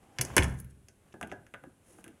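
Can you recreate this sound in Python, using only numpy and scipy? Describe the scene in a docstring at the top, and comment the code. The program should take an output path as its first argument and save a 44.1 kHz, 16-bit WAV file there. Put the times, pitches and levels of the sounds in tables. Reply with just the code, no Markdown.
"""House door shut by its knob

Close by, the latch meets the strike plate, the door thuds into its frame and the bolt snaps home. The hand
lets go, then fingers turn the lock button in the knob. Contacts are shaped noise bursts plus decaying tones;
thuds are low modes; slides, hiss, cloth and groans are swelling noise. A small hallway rings after every contact."""
import sys
import numpy as np
from scipy import signal
from scipy.fft import rfft, irfft, next_fast_len
from scipy.io import wavfile
from scipy.ndimage import uniform_filter1d, map_coordinates

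SR = 44100
rng = np.random.default_rng(int(sys.argv[2]) if len(sys.argv) > 2 else 0)


def store_wav(level_fs):
    """Save 16-bit WAV to argv[1]."""
    pcm = np.round(np.clip(np.atleast_2d(level_fs), -1, 1) * 32767)
    wavfile.write(sys.argv[1], SR, pcm.T.astype(np.int16))


N = 97020  # length [samples]

# Still air of the house: (frequency [Hz], level [dB])
AIR_COLOUR = [(25, -8), (92, -1.5), (400, -11.5), (900, -22.5), (2840, -26.5), (5000, -35), (10100, -24.5),
              (16000, -47)]
AIR_DB = -65.5

# Decay of the hallway tail: (frequency [Hz], t60 [s])
HALL_T60 = [(100, 1), (400, 0.19), (1500, 0.5), (4000, 0.34), (10000, 0.27), (15000, 0.45)]
# Hallway tail over the direct sound: (frequency [Hz], level [dB])
HALL_LEVEL = [(80, -1.5), (300, -6), (1000, -6.5), (2500, -15), (6000, -13), (15000, -22)]
EARLY_DB, EARLY_T60_S, WALL_RISE_S = -8.5, 0.074, 0.0013

# Sleeve and door moving: (middle [s], half length [s], level [dB])
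SWISHES = [(.05, 0.056, -64), (.16, 0.02, -87), (.32, 0.093, -47), (1.08, 0.05, -67.5),
           (1.92, 0.083, -66.5), (2.12, 0.13, -68.5)]
# Colour of that movement: (frequency [Hz], level [dB])
SWISH_COLOUR = [(40, -9), (150, 2), (400, -3), (1500, -12.5), (3000, -17.5), (4200, -29), (7000, -24),
                (11000, -27.5), (16000, -41.5)]
# Metal and skin sliding, and the slam's fading treble hiss (.505): (middle [s], half length [s], level [dB])
SLIDES = [(.435, 0.0029, -37), (.505, 0.042, -61), (.592, 0.0098, -58.5), (.707, 0.0047, -64.5),
          (1.905, 0.038, -64), (1.995, 0.024, -67)]
# Colour of the sliding and the hiss: (frequency [Hz], level [dB])
SLIDE_COLOUR = [(500, -20.5), (2500, -12), (4500, -15.5), (6500, -5), (8000, -6.5), (10500, 1.5),
                (12500, -16), (16000, -20.5)]
# The bolt rubs in its case: (middle [s], half length [s], level [dB])
SCRAPES = [(1.128, 0.0033, -58.5), (1.305, 0.0092, -61)]
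# Colour of the bolt's rub: (frequency [Hz], level [dB])
SCRAPE_COLOUR = [(500, -24.5), (1500, -10.5), (2800, 5.5), (4200, -15.5), (6500, -9.5), (16000, -39)]
# Hinge and spindle groan as they turn: (middle [s], half length [s], level [dB], pitch [Hz])
GROANS = [(.11, 0.06, -65.5, 792), (1.672, 0.02, -51.5, 285), (1.895, 0.016, -63, 520),
          (1.961, 0.055, -65, 329), (2.093, 0.015, -50.5, 341)]
GROAN_WIDTH_HZ = 53  # 6 dB down this far from the pitch

# The leaf meets the bolt, the seal, then the frame: (time [s], leaf flex [dB], hallway boom [dB])
THUDS = [(0.194, -27.5, -55.5), (0.301, -37.5, -53), (.384, -25.5, -27.5)]
# Flexing of the door leaf: (frequency [Hz], level [dB], t60 [s])
LEAF_MODES = [(70, -15.5, 0.46), (126, 3.5, 0.15), (171, -13.5, 0.16)]
LEAF_RISE_S = 0.0048
# Low modes of door and hallway: (frequency [Hz], level [dB], t60 [s], rise [s])
DOOR_MODES = [(66.8, 4.5, .6, 0.0047), (130.8, 1, 0.64, 0.026), (171.8, -3.5, 0.56, 0.021),
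              (197.8, -15.5, .9, 0.011), (243, -12, 0.42, 0.0033)]
# Colour of the boom: (frequency [Hz], level [dB])
BOOM_COLOUR = [(20, -24.5), (40, -2), (70, 1), (115, 3), (200, -14.5), (700, -62.5)]
BOOM_DB, BOOM_T60_S, BOOM_RISE_S = 2, 0.59, 0.0051  # level is over the hallway boom of each thud

# Latch and door strike the frame: (time [s], steel tick [dB], tick centre [Hz], lock clack [dB],
# clack centre [Hz], door wood [dB])
STRIKES = [ (.1862, -37.5, 5740, -32, 2700, -53.5), (.1922, -67.5, 7180, -36, 2050, -37.5),
           (.2117, -27, 5935, -32, 2620, -42), (.2131, -25, 10280, -39, 2486, -39.5),
           (.25, -38, 7186, -48.5, 2073, -45), (.3025, -78.5, 8070, -44, 1004, -50.5),
           (.3658, -19.5, 8845, -29, 2239, -29), (.3672, -31.5, 6883, -21.5, 800, -18.5),
           (.3688, -28.5, 6714, -21, 2096, -26), (.3798, -34.5, 7660, -15.5, 2400, -29.5),
           (.3811, -24.5, 8460, -27.5, 2543, -34.5), (.4242, -42.5, 7280, -28.5, 2430, -37.5),
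           (.4425, -39.5, 7000, -34, 1830, -37)]
# Fingers leave the knob, then turn its lock button: (time [s], steel tick [dB], tick centre [Hz],
# knob clack [dB], clack centre [Hz], door wood [dB])
KNOB_CLICKS = [ (.6010, -45, 11800, -71, 2507, -62), (.6457, -58, 13080, -66, 2465, -79),
               (.8847, -54, 6440, -59.5, 2580, -61.5), (1.1408, -68, 8900, -47, 946, -42.5),
               (1.2122, -47.5, 7800, -36, 1050, -45), (1.2282, -49, 8600, -37.5, 2155, -37),
               (1.233, -69, 8930, -40.5, 890, -42), (1.2732, -58.5, 8900, -57, 1986, -81),
               (1.3158, -59, 7000, -41, 1870, -39.5), (1.3225, -59, 6410, -37.5, 682, -43.5),
               (1.466, -65, 6980, -56.5, 1820, -85), (1.5390, -60.5, 7870, -44, 2043, -46),
               (1.5440, -65.5, 7980, -41, 1583, -54.5), (1.6380, -65.5, 9900, -47.5, 1030, -47),
               (1.986, -66, 8970, -54, 1006, -53), (2.0418, -51, 9000, -52.5, 2550, -52),
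               (2.063, -67, 7980, -55, 1430, -52), (2.079, -56.5, 9300, -55, 2340, -58)]

# Colour of the steel tick: (frequency [Hz], level [dB])
TICK_COLOUR = [(1500, -43.5), (4000, -11.5), (5000, -1.5), (6400, -0.5), (7500, -5.5), (8800, -4),
               (10200, 2.5), (12000, -2.5), (13500, -15.5), (16000, -12)]
# Colour of the lock clack: (frequency [Hz], level [dB])
LOCK_COLOUR = [(150, -30.5), (500, 3.5), (1600, 1), (2400, -4.5), (3150, -5), (4000, -13.5), (5500, -9.5),
               (9000, -40.5)]
# Colour of the knob clack: (frequency [Hz], level [dB])
KNOB_COLOUR = [(200, -10), (520, 9.5), (800, -3), (1600, -6), (2400, -6), (3300, -8.5), (4000, -18),
               (9000, -67)]
# Colour of the door's wood: (frequency [Hz], level [dB])
WOOD_COLOUR = [(40, -17.5), (110, -1), (200, 0.5), (340, -2.5), (430, -5), (800, -7), (1500, -37.5),
               (4000, -57.5)]
TICK_T60_S, CLACK_T60_S, WOOD_T60_S = 0.0019, 0.0059, 0.088
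TICK_RISE_S, CLACK_RISE_S, WOOD_RISE_S = 0.00047, 0.0004, 0.00074
# The first clean push of a contact, over the noise that follows [dB]
TICK_SNAP_DB, CLACK_SNAP_DB, WOOD_SNAP_DB = -8, -4.5, -5.5
TICK_OCTAVES, CLACK_OCTAVES = 0.88, 1.2  # width of the emphasis round the centre
EMPHASIS_DB = 25.5  # depth of a contact's emphasis
AFTER_DB, AFTER_LONGER = -17, 7.1  # after the crack, the part shivers on softer and this many times longer
EVEN_HZ = 890  # the noise is evened out over stretches this wide before it is coloured

# Narrow peaks that colour the strikes, as two like hits close together do:
# (frequency [Hz], level [dB], t60 [s])
STRIKE_PEAKS = [(1033, -20, .14), (1348, -20, .16), (1848, -22, .14), (2014, -20, .13), (2197, -18, .14),
                (2283, -20, .15), (2441, -20, .15), (3080, -19, .06)]
# Ringing of the free knob, which sags in pitch as it fades: (frequency [Hz], level [dB], t60 [s])
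KNOB_MODES = [(540, -16, .1), (690, -17, .11), (1080, -23, .08), (1580, -16, .17), (1690, -14.5, .19)]
# Ringing of the latch spring: (frequency [Hz], level [dB], t60 [s])
SPRING_MODES = [(4450, -22, .04), (6126, -33, .25), (6350, -20, .08)]
# Ringing of the door panel round the lock: (frequency [Hz], level [dB], t60 [s])
PANEL_MODES = [(243, -14.5, .12), (298.6, -13.5, .18), (375.8, -11.5, .22)]
STRIKE_PEAKS_DB, KNOB_RING_DB = -4, 2.5  # tones over the clack
RING_WIDTH_HZ = 8.8  # loose parts never ring quite pure
KNOB_SAG_PER_S = 1.1  # share of the pitch lost each second
DETUNE = 0.02203  # share of pitch: the loose knob sits a little differently at each contact

LOW_CUT_HZ, TOP_HZ = 24, 16300


def amp(db):
    """Turn dB into gain."""
    return 10 ** (np.asarray(db) / 20)


def unit(x):
    """Scale to rms 1."""
    return x / np.sqrt(np.mean(x ** 2) + 1e-20)


def along(points, hz):
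    """Read (frequency, value) points on a log frequency axis."""
    f, value = np.transpose(points)
    return np.interp(np.log(hz + 1), np.log(f + 1), value)


def coloured(x, curve_db):
    """Causal minimum-phase filter whose gain in dB is a function of frequency."""
    m = 2 * next_fast_len(len(x))
    cepstrum = irfft(np.log(amp(curve_db(np.fft.rfftfreq(m, 1 / SR))) + 1e-6))
    # Folding the cepstrum forward puts the whole response after the input
    cepstrum[1:m // 2] *= 2
    cepstrum[m // 2 + 1:] = 0
    return irfft(rfft(x, m) * np.exp(rfft(cepstrum)))[:len(x)]


def noise(spectrum, size=N):
    """Coloured noise of rms 1."""
    return unit(coloured(rng.standard_normal(size), lambda hz: along(spectrum, hz)))


def fall(t, t60, rise):
    """Quick rise, exponential decay."""
    return (1 - np.exp(-t / rise)) * np.exp(-np.log(1000) * t / t60)


def swell(t, middle, half):
    """Bell-shaped swell and fade round a middle."""
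    return np.exp(-.5 * ((t - middle) / half) ** 2)


def add(track, s, sound):
    """Mix a sound in at time s."""
    i = round(s * SR)
    track[i:i + len(sound)] += sound[:N - i]


def house_air():
    """Steady coloured noise: the quiet of the house."""
    return amp(AIR_DB) * noise(AIR_COLOUR)


def hallway(x):
    """Direct sound, close reflections and a tail that dies by frequency."""
    t = np.arange(len(x)) / SR
    hz, s, z = signal.stft(rng.standard_normal(len(x)), SR, nperseg=256)
    t60 = along(HALL_T60, hz)[:, None]
    # The root gives each decay an energy of 1, so the level does not hang on its length
    gain = amp(along(HALL_LEVEL, hz))[:, None] * np.sqrt(2 * np.log(1000) / (t60 * SR))
    decaying = z * gain * np.exp(-np.log(1000) * s / t60)
    tail = signal.istft(decaying, SR, nperseg=256)[1][:len(x)]
    early = rng.standard_normal(len(x)) * fall(t, EARLY_T60_S, WALL_RISE_S)
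    early = amp(EARLY_DB) * early / np.linalg.norm(early)
    answer = tail * (1 - np.exp(-t / WALL_RISE_S)) + early
    return x + signal.fftconvolve(x, answer)[:len(x)]


def rubbing(strokes, spectrum, grain_db, grains_per_s):
    """Strokes of noise that swell and fade, their level flickering at random in dB."""
    t = np.arange(N) / SR
    level = sum(amp(db) * swell(t, middle, half) for middle, half, db in strokes)
    grain = map_coordinates(rng.standard_normal(N), [t * grains_per_s], order=1)
    return level * unit(noise(spectrum) * amp(grain_db * grain))


def sleeve():
    """Sleeve and door brush past as soft, broad noise."""
    return rubbing(SWISHES, SWISH_COLOUR, grain_db=2, grains_per_s=200)


def slides():
    """Fine-grained slides and the slam's fading treble hiss; the bolt scrapes with a rougher, faster grain."""
    slides_and_hiss = rubbing(SLIDES, SLIDE_COLOUR, grain_db=3.0, grains_per_s=200)
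    bolt = rubbing(SCRAPES, SCRAPE_COLOUR, grain_db=7.0, grains_per_s=1100)
    return hallway(slides_and_hiss + bolt)


def groans():
    """A turning part rubs out a short, low, rough note: noise narrowed round a pitch."""
    out, t = np.zeros(N), np.arange(N) / SR
    for middle, half, db, pitch_hz in GROANS:
        note = coloured(rng.standard_normal(N),
                        lambda hz: -20 * np.log10(1 + ((hz - pitch_hz) / GROAN_WIDTH_HZ) ** 2))
        out += amp(db) * swell(t, middle, half) * unit(note)
    return out


def low_mode(t, hz, db, t60, rise):
    """One decaying sine of a large, slow body."""
    return amp(db) * fall(t, t60, rise) * np.sin(2 * np.pi * hz * t)


def door():
    """The leaf flexes at each push, and the hard stop sets the hallway's low modes booming."""
    out, t = np.zeros(N), np.arange(SR) / SR
    for s, leaf_db, hall_db in THUDS:
        leaf = sum(low_mode(t, hz, db, t60, LEAF_RISE_S) for hz, db, t60 in LEAF_MODES)
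        modes = sum(low_mode(t, *mode) for mode in DOOR_MODES)
        boom = amp(BOOM_DB) * noise(BOOM_COLOUR, size=SR) * fall(t, BOOM_T60_S, BOOM_RISE_S)
        add(out, s, amp(leaf_db) * leaf + amp(hall_db) * (modes + boom))
    return out


def hump(centre_hz, octaves):
    """A broad emphasis in dB: hard contacts sit high, soft ones low."""
    return lambda hz: EMPHASIS_DB / (1 + (np.log2((hz + 1) / centre_hz) / octaves) ** 2)


def burst(part, spectrum, t60, rise, snap_db, emphasis=lambda hz: 0):
    """Noise burst of one part: a push, a crack and its shiver, with the energy of 4 ms at level 1."""
    size = len(part)
    t = np.arange(size) / SR
    crack = fall(t, t60, rise)
    shiver = amp(AFTER_DB) * fall(t, AFTER_LONGER * t60, rise)
    x = part * np.hypot(crack, shiver)
    x[0] = -amp(snap_db) * np.linalg.norm(x)  # the clean push
    # Even out the spectrum before colouring it
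    stretch = int(EVEN_HZ * 2 * size / SR)
    power = np.abs(uniform_filter1d(np.abs(rfft(x, 2 * size)) ** 2, stretch))
    uneven_db = 10 * np.log10(power / power.mean() + 1e-9)
    x = coloured(x, lambda hz: along(spectrum, hz) + emphasis(hz) - uneven_db)
    return x / np.linalg.norm(x) * np.sqrt(.004 * SR)


def ring(modes, t, sag=0, scatter_db=2):
    """Tones with wandering phase, their levels new at each contact; pitch falls by the share sag a second."""
    step = np.sqrt(2 * np.pi * RING_WIDTH_HZ / SR)
    detune = 1 + DETUNE * (sag > 0) * rng.normal()  # only a sagging part is detuned
    clock = (t - sag * t ** 2 / 2) * detune
    out = np.zeros(len(t))
    for hz, db, t60 in modes:
        level = amp(db + scatter_db * rng.normal())
        wander = step * np.cumsum(rng.standard_normal(len(t)))
        tone = np.sin(2 * np.pi * (hz * clock + rng.random()) + wander)
        out += level * fall(t, t60, CLACK_RISE_S) * tone
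    return out


def contacts(rows, clack_colour, tones, tones_db, sag=0, size=8192):
    """Each contact ticks the steel, clacks with its decaying tones, and knocks the door's wood."""
    out, t = np.zeros(N), np.arange(2 * SR // 3) / SR
    case = rng.choice([-1, 1], size)  # the same case answers every contact
    for s, tick_db, tick_hz, clack_db, clack_hz, wood_db in rows:
        steel, wood = rng.choice([-1, 1], (2, size))
        tick = burst(steel, TICK_COLOUR, TICK_T60_S, TICK_RISE_S, TICK_SNAP_DB, hump(tick_hz, TICK_OCTAVES))
        clack = burst(case, clack_colour, CLACK_T60_S, CLACK_RISE_S, CLACK_SNAP_DB,
                      hump(clack_hz, CLACK_OCTAVES))
        knock = burst(wood, WOOD_COLOUR, WOOD_T60_S, WOOD_RISE_S, WOOD_SNAP_DB)
        sound = amp(clack_db + tones_db) * ring(tones, t, sag)
        sound += amp(tick_db) * ring(SPRING_MODES, t)
        sound += amp(wood_db) * ring(PANEL_MODES, t)
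        add(sound, 0, amp(tick_db) * tick + amp(clack_db) * clack + amp(wood_db) * knock)
        add(out, s, hallway(sound))
    return out


def knob_clicks():
    """Small clicks of the free knob and its lock button, ringing with a sagging pitch."""
    return contacts(KNOB_CLICKS, KNOB_COLOUR, KNOB_MODES, KNOB_RING_DB, KNOB_SAG_PER_S)


def latch_strikes():
    """Latch, door and bolt hit the frame, coloured by narrow peaks as two like hits close together are."""
    return contacts(STRIKES, LOCK_COLOUR, STRIKE_PEAKS, STRIKE_PEAKS_DB)


def scene():
    """Door, hardware and hand over the quiet of the house, as one channel."""
    background = house_air() + sleeve() + slides() + groans()
    return (background + door() + knob_clicks() + latch_strikes())[None]


def record(dry):
    """Cut the deepest bass gently and everything above the band limit steeply."""
    m = next_fast_len(N + SR // 2)
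    x = signal.sosfilt(signal.butter(2, LOW_CUT_HZ, "highpass", fs=SR, output="sos"), dry)
    gain = 1 / (1 + (np.fft.rfftfreq(m, 1 / SR) / TOP_HZ) ** 120)
    return irfft(rfft(x, m) * gain, m)[..., :N]


dry = scene()
out = record(dry)
store_wav(out)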